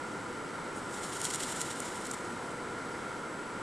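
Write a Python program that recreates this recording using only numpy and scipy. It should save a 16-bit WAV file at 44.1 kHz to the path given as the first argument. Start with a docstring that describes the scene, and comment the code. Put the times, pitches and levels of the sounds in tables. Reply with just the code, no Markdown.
"""A peacock rattling its train

A fanned train swings round: barbs rustle, bunches of feathers brush past each other, stiff quills click.
Rustle and brushes are sprays of tiny filtered grains; each click is a snap, a noisy chatter and a short ring.
Behind lie a wash of distant traffic in filtered noise, a faint machine hum and a thin high whine in sines.
Nearly everything sits in the middle; only the background wash has stereo width, which narrows for a while."""
import sys
import numpy as np
from scipy.fft import rfft, irfft, next_fast_len
from scipy.io import wavfile
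from scipy.ndimage import map_coordinates

SR = 44100
rng = np.random.default_rng(int(sys.argv[2]) if len(sys.argv) > 2 else 0)


def transcribe(u):
    """Save the signal u as a 16-bit wav file named by the first command-line argument.

    u: samples, shape (n,) or (channels, n), limited to [-1, 1]; the rate is SR.
    q: integer samples, one column per channel.
    """
    v = np.clip(np.atleast_2d(u).T, -1, 1)
    q = np.round(v * 32767).astype(np.int16)
    wavfile.write(sys.argv[1], SR, q)


N = 159642  # length in samples
TIME_S = np.arange(N) / SR


def amp(db):
    """Decibels to gain."""
    return 10 ** (np.asarray(db) / 20)


def unit(x):
    """Scaled to rms 1."""
    return x / np.sqrt(np.mean(x ** 2) + 1e-20)


def along_frequency(points, hz):
    """(Hz, value) points read on a log frequency axis."""
    point_hz, values = np.transpose(points)
    return np.interp(np.log(hz + 1), np.log(point_hz + 1), values)


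def along_time(points):
    """(seconds, value) points joined by straight lines."""
    return np.interp(TIME_S, *np.transpose(points))


def wobble(knots_per_s):
    """A smooth random curve through normally distributed knots."""
    knots = rng.standard_normal(N // 50)
    return map_coordinates(knots, [TIME_S * knots_per_s], mode="wrap")


def filtered(x, response):
    """x shaped by a gain that depends on frequency."""
    size = next_fast_len(N + 8192)
    gain = response(np.fft.rfftfreq(size, 1 / SR))
    return irfft(rfft(x, size) * gain, size)[..., :N]


def coloured(x, spectrum):
    """x given a spectrum, at rms 1."""
    return unit(filtered(x, lambda hz: amp(along_frequency(spectrum, hz))))


def narrow_noise(centre_hz, width_hz):
    """A narrow band of noise at rms 1, down to half amplitude at the edges of its width."""
    def band(hz):
        return 1 / (1 + (2 * (hz - centre_hz) / width_hz) ** 2)
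    return unit(filtered(rng.standard_normal(N), band))


def tone(hz, waver_hz):
    """A sine of rms about 1 whose level and pitch waver; waver_hz spans about one deviation each way."""
    pitch_hz = hz + waver_hz * wobble(25.1) / 2
    level = np.sqrt(2) * amp(1.54 * wobble(9))
    return level * np.sin(2 * np.pi * np.cumsum(pitch_hz) / SR)


# Spectrum of the distant traffic. Each row: frequency in Hz, relative level in dB per Hz.
TRAFFIC_SPECTRUM = [(20, -14.5), (45, -16.5), (70, -14), (110, -5.5), (200, -2), (320, 0.5), (430, -2),
                    (510, -3), (630, -7.5), (780, -6.5), (980, -2), (1120, -9), (1250, -5.5), (1390, -1.5),
                    (1520, -7), (1650, -10), (1850, -11.5), (2120, -10.5), (2500, -19.5), (3000, -21.5),
                    (6500, -25.5), (7900, -27.5), (9000, -27), (10500, -30.5), (11500, -36.5), (12500, -71)]
# Stereo width by pitch. Each row: frequency in Hz, side against middle in dB before the curve below is added.
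WASH_WIDTH = [(25, -27), (70, -44), (130, -34), (250, -13.5), (700, -12), (1400, -14), (2200, -12.5),
              (2800, -5.5), (3700, -20.5), (4200, -54), (10000, -48)]
# The stereo width of the background narrows to the middle for a while.
# Each row: time in seconds, change of the side level in dB.
WIDTH_CHANGE = [(0, 1.5), (.85, 1.5), (1.15, -4), (1.28, -6), (1.4, -47), (1.55, -13.5), (1.9, -3),
                (2.25, -2.5), (3.6, 1.5)]
TRAFFIC_DB, SWELL_DB = -40, .4


def traffic():
    """Distant traffic blurs into an even wash of noise, slightly wide in the middle range."""
    mid, side = coloured(rng.standard_normal((2, N)), TRAFFIC_SPECTRUM)
    side = filtered(side, lambda hz: amp(along_frequency(WASH_WIDTH, hz)))
    side = side * amp(along_time(WIDTH_CHANGE))
    wash = unit(np.array([mid + side, mid - side]))
    return amp(TRAFFIC_DB + SWELL_DB * wobble(3.34)) * wash


# Tones of distant machinery. 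Each row: frequency in Hz, level in dB against the strongest,
# pitch waver in Hz (as in tone).
HUM_TONES = [(495, -3, 4), (1227, -7, 4), (1355, -1, 8), (1401, 0, 7), (3037, -16, 6), (3272, -19, 6)]
HUM_DB = -53.5  # the strongest tone


def hum():
    """Distant machinery runs without a stop and gives faint, slightly wavering tones."""
    return amp(HUM_DB) * sum(amp(db) * tone(hz, waver_hz) for hz, db, waver_hz in HUM_TONES)


# Close tones of the thin high whine. Each row: frequency in Hz, level in dB against the strongest.
WHINE_TONES = [(7355, -9), (7477, -6), (7532, -9), (7768, 0), (7827, -3), (7887, -3), (7945, -9),
               (8118, -9), (8236, -4), (8292, -7), (8355, -6), (9398, -8)]
WHINE_DB, WHINE_WAVER_HZ = -66.5, 7.1  # level of the strongest tone; pitch waver as in tone


def whine():
    """Wavering tones close in pitch beat together as one thin whine that never stops."""
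    return amp(WHINE_DB) * sum(amp(db) * tone(hz, WHINE_WAVER_HZ) for hz, db in WHINE_TONES)


GRAIN_SPREAD_DB = 2.5  # standard deviation of grain size


def grains(per_s, spectrum):
    """Countless tiny contacts of barb on barb, uneven in time and size, at rms 1."""
    sizes = np.sign(rng.standard_normal(N)) * amp(GRAIN_SPREAD_DB * rng.standard_normal(N))
    contacts = rng.random(N) < per_s / SR
    return coloured(sizes * contacts, spectrum)


# Spectra of the feathers: crisp barb treble, lower rasp, stiff quill.
# Each row: frequency in Hz, relative level in dB per Hz.
CRISP_SPECTRUM = [(2500, -40), (5000, -8.5), (6300, -5.5), (6900, 2.5), (7400, 3), (8000, 1.5), (8700, 2),
                  (9500, -3), (10800, -8.5), (12300, -15.5), (13000, -47)]
RASP_SPECTRUM = [(500, -21), (1200, -0.5), (2100, 2), (2500, -5.5), (2900, 2.5), (4100, 1), (4850, -3.5),
                 (5600, 0.5), (6500, -12), (9000, -40)]
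QUILL_SPECTRUM = [(2500, -35), (4800, -20), (5600, 6), (6300, -5), (7100, 9.5), (8800, 2.5), (10500, -1.5),
                  (12300, -10), (13000, -40)]
# How hard the train is moving. Each row: time in seconds, level of the crisp rustle in dB.
TRAIN_EFFORT = [(0, -62.5), (.72, -67), (.86, -58.5), (.98, -50.5), (1.1, -48.5), (1.19, -47), (1.27, -44),
                (1.42, -44), (1.56, -45.5), (1.67, -47), (1.8, -49.5), (1.93, -51), (2.1, -52.5),
                (2.2, -57), (2.45, -60.5), (3.6, -90)]
RUSTLE_GRAINS_PER_S, TICKS_PER_S = 7700, 160
RUSTLE_RASP_DB, TICK_DB = -2.5, -13  # against the crisp treble
FLUTTER_DB, FLUTTER_KNOTS_PER_S = 1.5, 70


def rustle():
    """Barbs rub all over the train, fluttering, as hard as it moves; stray ticks stand out."""
    level_db = along_time(TRAIN_EFFORT) + FLUTTER_DB * wobble(FLUTTER_KNOTS_PER_S)
    crisp = grains(RUSTLE_GRAINS_PER_S, CRISP_SPECTRUM)
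    rasp = amp(RUSTLE_RASP_DB) * grains(RUSTLE_GRAINS_PER_S, RASP_SPECTRUM)
    ticks = amp(TICK_DB) * grains(TICKS_PER_S, QUILL_SPECTRUM)
    return amp(level_db) * (crisp + rasp + ticks)


# Bunches of feathers brushing past each other. Each row: middle in seconds, spread to either side in seconds
# (standard deviation), peak level of the crisp treble in dB, rasp in dB relative to BRUSH_RASP_DB.
FEATHER_BRUSHES = [(.775, .018, -51.5, -11), (0.945, 0.0087, -48, 3.5), (1.043, 0.011, -46, 7),
                   (1.155, .014, -44.5, 4), (1.205, .004, -43.5, 6), (1.252, 0.013, -36.5, 1),
                   (1.308, 0.0044, -37.5, 4.5), (1.348, 0.0068, -38, 2), (1.404, .005, -42.5, 9.5),
                   (1.432, 0.0065, -38.5, 7), (1.495, 0.0053, -46, 8), (1.524, 0.0062, -42, 0),
                   (1.565, 0.0035, -42.5, -9), (1.61, 0.011, -40, 3), (1.71, 0.0067, -42, 6),
                   (1.855, 0.0073, -44.5, 2), (1.883, 0.01, -49.5, 6), (1.966, 0.013, -47.5, 4.5),
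                   (2.054, .004, -43, 1.5), (2.069, .003, -42, -3), (2.14, 0.0062, -41.5, 2)]
BRUSH_GRAINS_PER_S, BRUSH_RASP_DB = 6000, -8  # rasp against the crisp treble


def brushes():
    """Each bunch sweeps past another: a short spray of barb contacts swells and fades."""
    crisp = grains(BRUSH_GRAINS_PER_S, CRISP_SPECTRUM)
    rasp = grains(BRUSH_GRAINS_PER_S, RASP_SPECTRUM)
    out = np.zeros(N)
    for middle_s, spread_s, db, rasp_db in FEATHER_BRUSHES:
        swell = np.exp(-.5 * ((TIME_S - middle_s) / spread_s) ** 2)
        out += amp(db) * swell * (crisp + amp(BRUSH_RASP_DB + rasp_db) * rasp)
    return out


# Quills clicking. Each row: start in seconds, level in dB (the click's energy spread over CLICK_HOLD_S),
# low rasp in dB against the chatter, centre of the ring in Hz.
QUILL_CLICKS = [(1.2149, -29.5, -10, 6950), (1.2397, -41, -10, 7500), (1.2437, -31, -6, 8750),
                (1.252, -27, -5.5, 7400), (1.2595, -42, -16, 9000), (1.2856, -38, -11, 7440),
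                (1.303, -40, 10, 5500), (1.337, -31, -6, 8400), (1.346, -28, -4, 7400),
                (1.3576, -32, -4, 8600), (1.404, -35, -7, 8400), (1.4354, -31.5, -1, 7400),
                (1.6077, -33, -10, 7000), (1.6151, -27, -7, 7200), (1.8024, -31, -14, 8450),
                (2.113, -30.5, -8, 7360)]
CLICK_HOLD_S, CLICK_T60_S = 0.0021, 0.0088  # a quill slips, chatters and stops
SNAP_DB, SNAP_T60_S = -3, 0.0034  # the first contact, added on top of the held chatter
RING_DB, RING_WIDTH_HZ = -1.5, 900  # a short narrow ring coloured by the microphone, against the chatter


def clicks():
    """A quill slips off its neighbour: a snap, then a dry chatter with a brief high ring."""
    out = np.zeros(N)
    chatter = coloured(rng.standard_normal(N), QUILL_SPECTRUM)
    rasp = coloured(rng.standard_normal(N), RASP_SPECTRUM)
    for start_s, db, rasp_db, ring_hz in QUILL_CLICKS:
        age = TIME_S - start_s
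        snap = amp(SNAP_DB - 60 * np.abs(age) / SNAP_T60_S)
        hold_and_fade = amp(-60 * np.maximum(age - CLICK_HOLD_S, 0) / CLICK_T60_S)
        envelope = (age >= 0) * (snap + hold_and_fade)
        ring = amp(RING_DB) * narrow_noise(ring_hz, RING_WIDTH_HZ)
        click = envelope * (chatter + amp(rasp_db) * rasp + ring)
        # equal energy for every click before its level
        out += amp(db) * click * np.sqrt(CLICK_HOLD_S * SR / np.sum(click ** 2))
    return out


def scene():
    """The bird in the middle, over the traffic and machinery."""
    background = traffic() + hum() + whine()
    return background + rustle() + brushes() + clicks()


def record(dry):
    """A sharp band limit: nothing passes from 13 kHz up."""
    return filtered(dry, lambda hz: hz < 13000)


dry = scene()
out = record(dry)
transcribe(out)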